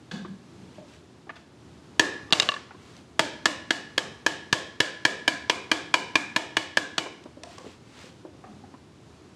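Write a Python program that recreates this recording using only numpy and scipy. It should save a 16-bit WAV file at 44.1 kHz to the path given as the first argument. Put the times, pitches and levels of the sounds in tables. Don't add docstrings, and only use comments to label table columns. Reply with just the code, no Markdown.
import sys
import numpy as np
from scipy import signal
from scipy.fft import rfft, irfft
from scipy.io import wavfile
from scipy.ndimage import uniform_filter1d

SR = 44100
rng = np.random.default_rng(int(sys.argv[2]) if len(sys.argv) > 2 else 0)


def materialize(psi):
    bounded = np.clip(np.atleast_2d(psi).T, -1, 1)
    quanta = np.round(bounded * 32767).astype(np.int16)
    wavfile.write(sys.argv[1], SR, quanta)


N = 412335

# (frequency [Hz], relative density [dB per Hz])
HUM_SPECTRUM = [(20, -26.5), (45, -31), (75, -2), (130, -1.5), (200, -4), (350, -4), (530, -14.5),
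                (1000, -17), (2000, -24), (4000, -26), (7300, -31.5), (11000, -42), (15000, -68)]
HUM_DB, HUM_WAVER_DB, HUM_WAVER_PER_S = -51.5, 1.2, 2.4

# (middle [s], length [s], level [dB])
RUSTLE_STROKES = [(0.767, .1, -59), (0.924, 0.15, -56.5), (1.385, 0.094, -61), (2.87, 0.21, -57.5),
                  (2.976, .1, -60.5), (7.529, 0.16, -52.5), (7.69, 0.17, -53.5), (7.88, 0.09, -63.5),
                  (8.023, 0.21, -50), (8.21, 0.075, -64.5)]
# (frequency [Hz], relative density [dB per Hz])
RUSTLE_SPECTRUM = [(200, -25.5), (600, -7), (1500, -7), (3300, -7.5), (7900, -17.5), (14000, -42)]

# (time [s], level [dB])
LOW_BOOMS = [(0.115, -33.5), (0.275, -45), (0.58, -50), (8.48, -45.5)]
BOOM_HZ, BOOM_WIDTH_HZ = 188, 59
BOOM_RISE_S, BOOM_FADE_DB_PER_S = 0.019, 77

# (time [s], level [dB])
CHIP_TICKS = [(2.965, -49.5), (7.238, -49.5), (7.434, -37), (7.582, -42.5), (7.618, -57)]
# (frequency [Hz], relative density [dB per Hz])
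TICK_SPECTRUM = [(300, -8), (1500, -3), (5500, -0.5), (9000, -11.5), (15000, -45.5)]
TICK_LAST_S, TICK_HALL_DB = 0.0045, -1

# (time [s], level [dB], main note [Hz], second note [Hz], share sent to the hall [dB])
SMALL_KNOCKS = [(0.112, -35, 1640, 3390, 7.5), (.248, -34.5, 350, 1120, -9), (0.781, -40.5, 593, 185, 1.5),
                (1.269, -44, 362, 800, -13), (1.293, -34.5, 1730, 1165, -5),
                (1.356, -50.5, 3500, 1050, -0.8), (1.364, -49, 2524, 1500, 0),
                (2.286, -50, 1140, 408, 18.5), (2.707, -42, 836, 1385, -8), (2.745, -44.5, 361, 1030, -9),
                (7.06, -35, 1025, 630, -4), (7.256, -35, 292, 615, -14), (7.369, -43, 290, 550, 0),
                (7.434, -38.5, 654, 990, 4), (7.58, -43.5, 1075, 510, 5.5), (7.642, -41, 325, 507, -11),
                (7.662, -37, 232, 427, -8), (8.037, -46.5, 243, 494, 1.5), (8.249, -38, 330, 570, -2),
                (8.439, -41.5, 782, 1180, 3.5), (8.636, -41.5, 272, 780, -6), (8.739, -39.5, 303, 1007, -7)]
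BODY_DB, BODY_DB_PER_OCTAVE = -6, 3

# (time [s], strength [dB], flat-face modes [dB re strength], top modes [dB re strength])
BOUNCES = [(2.306, -45, -1.5, -5), (2.3244, -11.5, -18, -21.5), (2.331, -12.5, -10, -29),
           (2.399, -13.5, -16.5, -3), (2.4215, -25.5, -14, -5), (2.428, -24, -7, -11),
           (2.489, -21, 2.8, -23), (2.518, -38.5, 10, -12), (2.54, -37.5, 8.5, -23), (2.564, -61, 26, -3)]
# (frequency [Hz], level [dB], lasting [s])
OFFCUT_MODES = [(638, 0, 0.0084), (1140, 0, 0.01), (1727, -2.5, 0.0094), (2750, -3, 0.012),
                (2907, -1.5, 0.0054), (3470, 7, 0.001), (3810, 3.5, 0.0029), (4450, -4, 0.0032),
                (5110, 2.5, 0.0045), (6240, -3, 0.0033), (7060, -4.5, 0.0038), (8440, -15.5, 0.0032)]
OFFCUT_BORDERS_HZ = [900, 2200, 3250, 4750]
MIDDLE_DB, LOWEST_DB = 1.5, -10.5

# (time [s], strength [dB], handle ring [dB re strength], thump [dB re strength])
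HAMMER_BLOWS = [(1.995, -11.5, 2.5, -32), (3.193, -13, -3.5, -7), (3.456, -13, -1.5, -31),
                (3.706, -17, 3, -27), (3.9785, -17.5, -1.3, -7), (4.2634, -15.5, -2.5, -10),
                (4.527, -14, 0.2, -12), (4.803, -14, 1, -34), (5.051, -14.5, 7, -27), (5.278, -15, 1, -30),
                (5.497, -16, -6, -39), (5.715, -15, -2.5, -30), (5.94, -14.5, -1.5, -21),
                (6.155, -15.5, -5, -16), (6.362, -17.5, -4, -35), (6.568, -17, 2, -5),
                (6.771, -16.5, -1.5, -17), (6.98, -18, -11, -10)]
# (frequency [Hz], level [dB], lasting [s])
CHISEL_MODES = [(156.4, -11, 0.014), (299.4, -6, 0.011), (422, -8, 0.0044), (645, -9.5, 0.011),
                (963, -3.5, 0.0074), (1120, -5, 0.0053), (1707.5, 4, 0.0055), (2217, 5, 0.0047),
                (2380, 7.5, 0.0065), (2935, -8, 0.0066), (3270, -2.5, 0.0038), (4507, -7, 0.003),
                (5160, -15.5, 0.0042), (6756, -13.5, 0.0043), (11420, -32, 0.0036), (12700, -40, 0.01)]
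CHISEL_BORDERS_HZ = [220, 1400, 2000, 2600]
# (time [s], beam modes [dB re strength], blade modes [dB re strength])
BLADE_BEDDING = [(2.0, -4.5, -28.5), (3.2, -2.5, -24), (3.6, -9, -38.5), (4.8, -5.5, -23.5),
                 (5.28, -1.5, -12), (5.5, -3.5, -8), (6.36, -3, -6.5), (6.77, -8.5, -19), (7.0, -6, -13.5)]
# (frequency [Hz], relative density [dB per Hz])
CRACK_SPECTRUM = [(100, -3.5), (400, -3), (1300, -2.5), (3200, -2.5), (5500, -9), (8000, -16.5),
                  (11000, -30), (13400, -40), (15500, -67)]
DETUNE, MODE_SPREAD_DB = 0.008, 2.9
BEAMING_HZ = 4000

# (delay [s], level [dB])
NEAR_ECHOES = [(0.0093, -13.5), (0.016, -25.5)]
# (frequency [Hz], relative level [dB], t60 [s])
HALL_BANDS = [(100, -12.5, 0.58), (260.7, 4, 0.73), (722, 1.5, 0.53), (1800, -3.5, 0.65), (4650, -1, 0.55),
              (9160, 4, 0.37), (14030, 2.5, 0.2)]
HALL_DB, BASS_CUT_HZ = -8, 119
FAR_WALL_S, FAR_WALL_DB = 0.047, 2.25
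CONTACT_SAMPLES = 2048


def from_db(db):
    return 10 ** (np.asarray(db) / 20)


def rms_one(x):
    return x / np.sqrt(np.mean(x ** 2) + 1e-20)


def at_hz(points, hz, column=1):
    table = np.array(points)
    return np.interp(np.log(np.maximum(hz, 1)), np.log(table[:, 0]), table[:, column])


def coloured(x, spectrum):
    gain = from_db(at_hz(spectrum, np.fft.rfftfreq(len(x), 1 / SR)))
    return rms_one(irfft(rfft(x) * gain, len(x)))


def drift(rate_per_s):
    points = int(N / SR * rate_per_s * 2) + 2
    return np.interp(np.arange(N), np.linspace(0, N, points), rng.standard_normal(points))


def contact(rise_s, last_s):
    t = np.arange(CONTACT_SAMPLES) / SR
    choked = (1 - np.exp(-t / rise_s)) * np.exp(-(t / last_s) ** 2.54)
    free = (1 - np.exp(-t / 0.002)) * np.exp(-t / (2.1 * last_s))
    shape = choked + from_db(-23.5) * free
    shape *= np.cos(np.pi / 2 * np.arange(CONTACT_SAMPLES) / CONTACT_SAMPLES)
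    return shape / shape.max()


def ring(hz, rise_s, last_s):
    shape = contact(rise_s, last_s)
    return shape * np.sin(2 * np.pi * (hz * np.arange(len(shape)) / SR + rng.random()))


def puff(spectrum, rise_s, last_s):
    shape = contact(rise_s, last_s)
    return shape * coloured(rng.standard_normal(len(shape)), spectrum)


def add(out, s, sound):
    at = round(s * SR)
    out[at:at + len(sound)] += sound[:N - at]


def workshop_hum():
    level_db = HUM_DB + HUM_WAVER_DB * drift(HUM_WAVER_PER_S)
    return from_db(level_db) * coloured(rng.standard_normal(N), HUM_SPECTRUM)


def swell(middle_s, length_s, db):
    t = np.arange(N) / SR
    return from_db(db) * np.exp(-(3 * (t - middle_s) / length_s) ** 2 / 2)


def rustle():
    grains = rng.standard_normal(N) * from_db(1.7 * drift(170))
    strokes = sum(swell(*row) for row in RUSTLE_STROKES)
    return strokes * coloured(grains, RUSTLE_SPECTRUM)


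def boom():
    radius, angle = np.exp(-np.pi * BOOM_WIDTH_HZ / SR), 2 * np.pi * BOOM_HZ / SR
    x = rng.standard_normal(N)
    for _ in range(2):
        x = signal.lfilter([1, 0, -1], [1, -2 * radius * np.cos(angle), radius ** 2], x)
    envelope = np.zeros(N)
    for s, db in LOW_BOOMS:
        since_s = np.maximum(np.arange(N) / SR - s, 0)
        envelope += np.minimum(since_s / BOOM_RISE_S, 1) * from_db(db - BOOM_FADE_DB_PER_S * since_s)
    return rms_one(x) * envelope


def ticks():
    out = np.zeros(N)
    for s, db in CHIP_TICKS:
        add(out, s, from_db(db) * puff(TICK_SPECTRUM, 0.00039, TICK_LAST_S))
    return out * from_db([[0], [TICK_HALL_DB]])


def note(hz):
    shorten = min(1, (800 / hz) ** 0.6)
    lower = ring(hz, 0.002, 0.0098 * shorten)
    upper = ring(hz * 1.06, 0.0034 * shorten, 0.019 * shorten)
    return lower + from_db(-7) * upper


def knocks():
    out = np.zeros((2, N))
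    for s, db, main_hz, second_hz, hall_db in SMALL_KNOCKS:
        top_hz = max(main_hz, second_hz)
        spectrum = [(100, -15), (400, 0), (top_hz * 1.27 + 200, -4), (top_hz * 3 + 900, -30), (SR / 2, -75)]
        body = puff(spectrum, 0.0005, 0.019)
        body_db = BODY_DB + BODY_DB_PER_OCTAVE * np.log2(main_hz / 1000)
        sound = note(main_hz) + from_db(-2.5) * note(second_hz) + from_db(body_db) * body
        add(out[0], s, from_db(db) * sound)
        add(out[1], s, from_db(db + hall_db) * sound)
    return out


def strikes(events, modes, borders_hz, rise_s, crack_db, crack_s, far_crack_db, far_modes_db):
    out = np.zeros((2, N))
    click = irfft(from_db(at_hz(CRACK_SPECTRUM, np.fft.rfftfreq(CONTACT_SAMPLES, 1 / SR))))
    click = np.roll(click, CONTACT_SAMPLES // 32)
    click /= np.sqrt(np.sum(click ** 2))
    for s, *group_db in events:
        notes = far_notes = 0
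        for hz, mode_db, last_s in modes:
            level_db = mode_db + group_db[np.searchsorted(borders_hz, hz)] + rng.normal(0, MODE_SPREAD_DB)
            mode = from_db(level_db) * ring(hz * rng.normal(1, DETUNE), rise_s, last_s)
            notes = notes + mode
            far_notes = far_notes + mode / (1 + (hz / BEAMING_HZ) ** 4)
        sharp_db = max(group_db[-2:])
        crack = from_db(crack_db + sharp_db) * puff(CRACK_SPECTRUM, 0.00012, crack_s)
        add(out[0], s, notes + crack)
        add(out[1], s, from_db(far_modes_db) * far_notes + from_db(far_crack_db + sharp_db) * click)
    return out


def clatter():
    s, db, face_db, top_db = np.transpose(BOUNCES)
    middle_db = db + face_db / 2 + MIDDLE_DB
    events = np.transpose([s, middle_db + LOWEST_DB, db + face_db, middle_db, db, db + top_db])
    return strikes(events, OFFCUT_MODES, OFFCUT_BORDERS_HZ, rise_s=0.00026, crack_db=-2.2, crack_s=0.0051,
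                   far_crack_db=19.9, far_modes_db=-11.5)


def blows():
    s, db, handle_db, thump_db = np.transpose(HAMMER_BLOWS)
    times_s, beam_db, blade_db = np.transpose(BLADE_BEDDING)
    beam_db = np.interp(s, times_s, beam_db)
    blade_db = np.interp(s, times_s, blade_db)
    events = np.transpose([s, db + thump_db, db + beam_db, db + handle_db, db + blade_db, db])
    return strikes(events, CHISEL_MODES, CHISEL_BORDERS_HZ, rise_s=0.0029, crack_db=1.0, crack_s=0.0064,
                   far_crack_db=21.84, far_modes_db=-1.86)


def near_echoes(x):
    out = np.zeros(N)
    for delay_s, db in NEAR_ECHOES:
        out += from_db(db) * np.pad(x, (round(delay_s * SR), 0))[:N]
    return out


def hall(x):
    t, response = np.arange(SR) / SR, np.zeros(SR)
    edges_hz = 70 * 2 ** np.arange(0, 8.1, 0.5)
    white = rng.standard_normal((2, SR))
    for k, (low, high) in enumerate(zip(edges_hz, edges_hz[1:])):
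        sos = signal.butter(2, [low, high], "band", fs=SR, output="sos")
        band = signal.sosfilt(sos, white[k % 2])
        hz = np.sqrt(low * high)
        response += band * from_db(at_hz(HALL_BANDS, hz) - 60 * t / at_hz(HALL_BANDS, hz, column=2))
    onset = np.clip((t - 0.009) / 0.0079, 0, 1)
    late = np.clip((t - FAR_WALL_S) / 0.011, 0, 1)
    wall_db = FAR_WALL_DB * late * np.exp(-(t - FAR_WALL_S) / 0.021)
    response *= onset * from_db(wall_db)
    response *= from_db(HALL_DB) / np.sqrt(np.sum(response ** 2))
    return signal.fftconvolve(x, response)[:N]


def scene():
    hammer = blows()
    direct, spread = hammer + clatter() + knocks() + ticks()
    struck = direct + near_echoes(hammer[0]) + hall(spread)
    struck = signal.sosfilt(signal.butter(3, BASS_CUT_HZ, "high", fs=SR, output="sos"), struck)
    return (struck + boom() + rustle() + workshop_hum())[None]


def band_limit(x):
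    return signal.sosfilt(signal.butter(12, 15670, fs=SR, output="sos"), x)


def record(dry):
    level_db = 10 * np.log10(uniform_filter1d(dry[0] ** 2, size=256) + 1e-12)
    over_db = np.maximum(level_db + 32.5, 0) * 0.075
    recover_db = 14.0 * np.arange(N) / SR
    duck_db = np.maximum.accumulate(over_db + recover_db) - recover_db
    keep = np.exp(-1 / (0.0044 * SR))
    duck_db = signal.lfilter([1 - keep], [1, -keep], duck_db)
    mix = 1.326 * np.tanh(dry * from_db(-duck_db) / 1.3)
    return band_limit(mix)


dry = scene()
out = record(dry)
materialize(out)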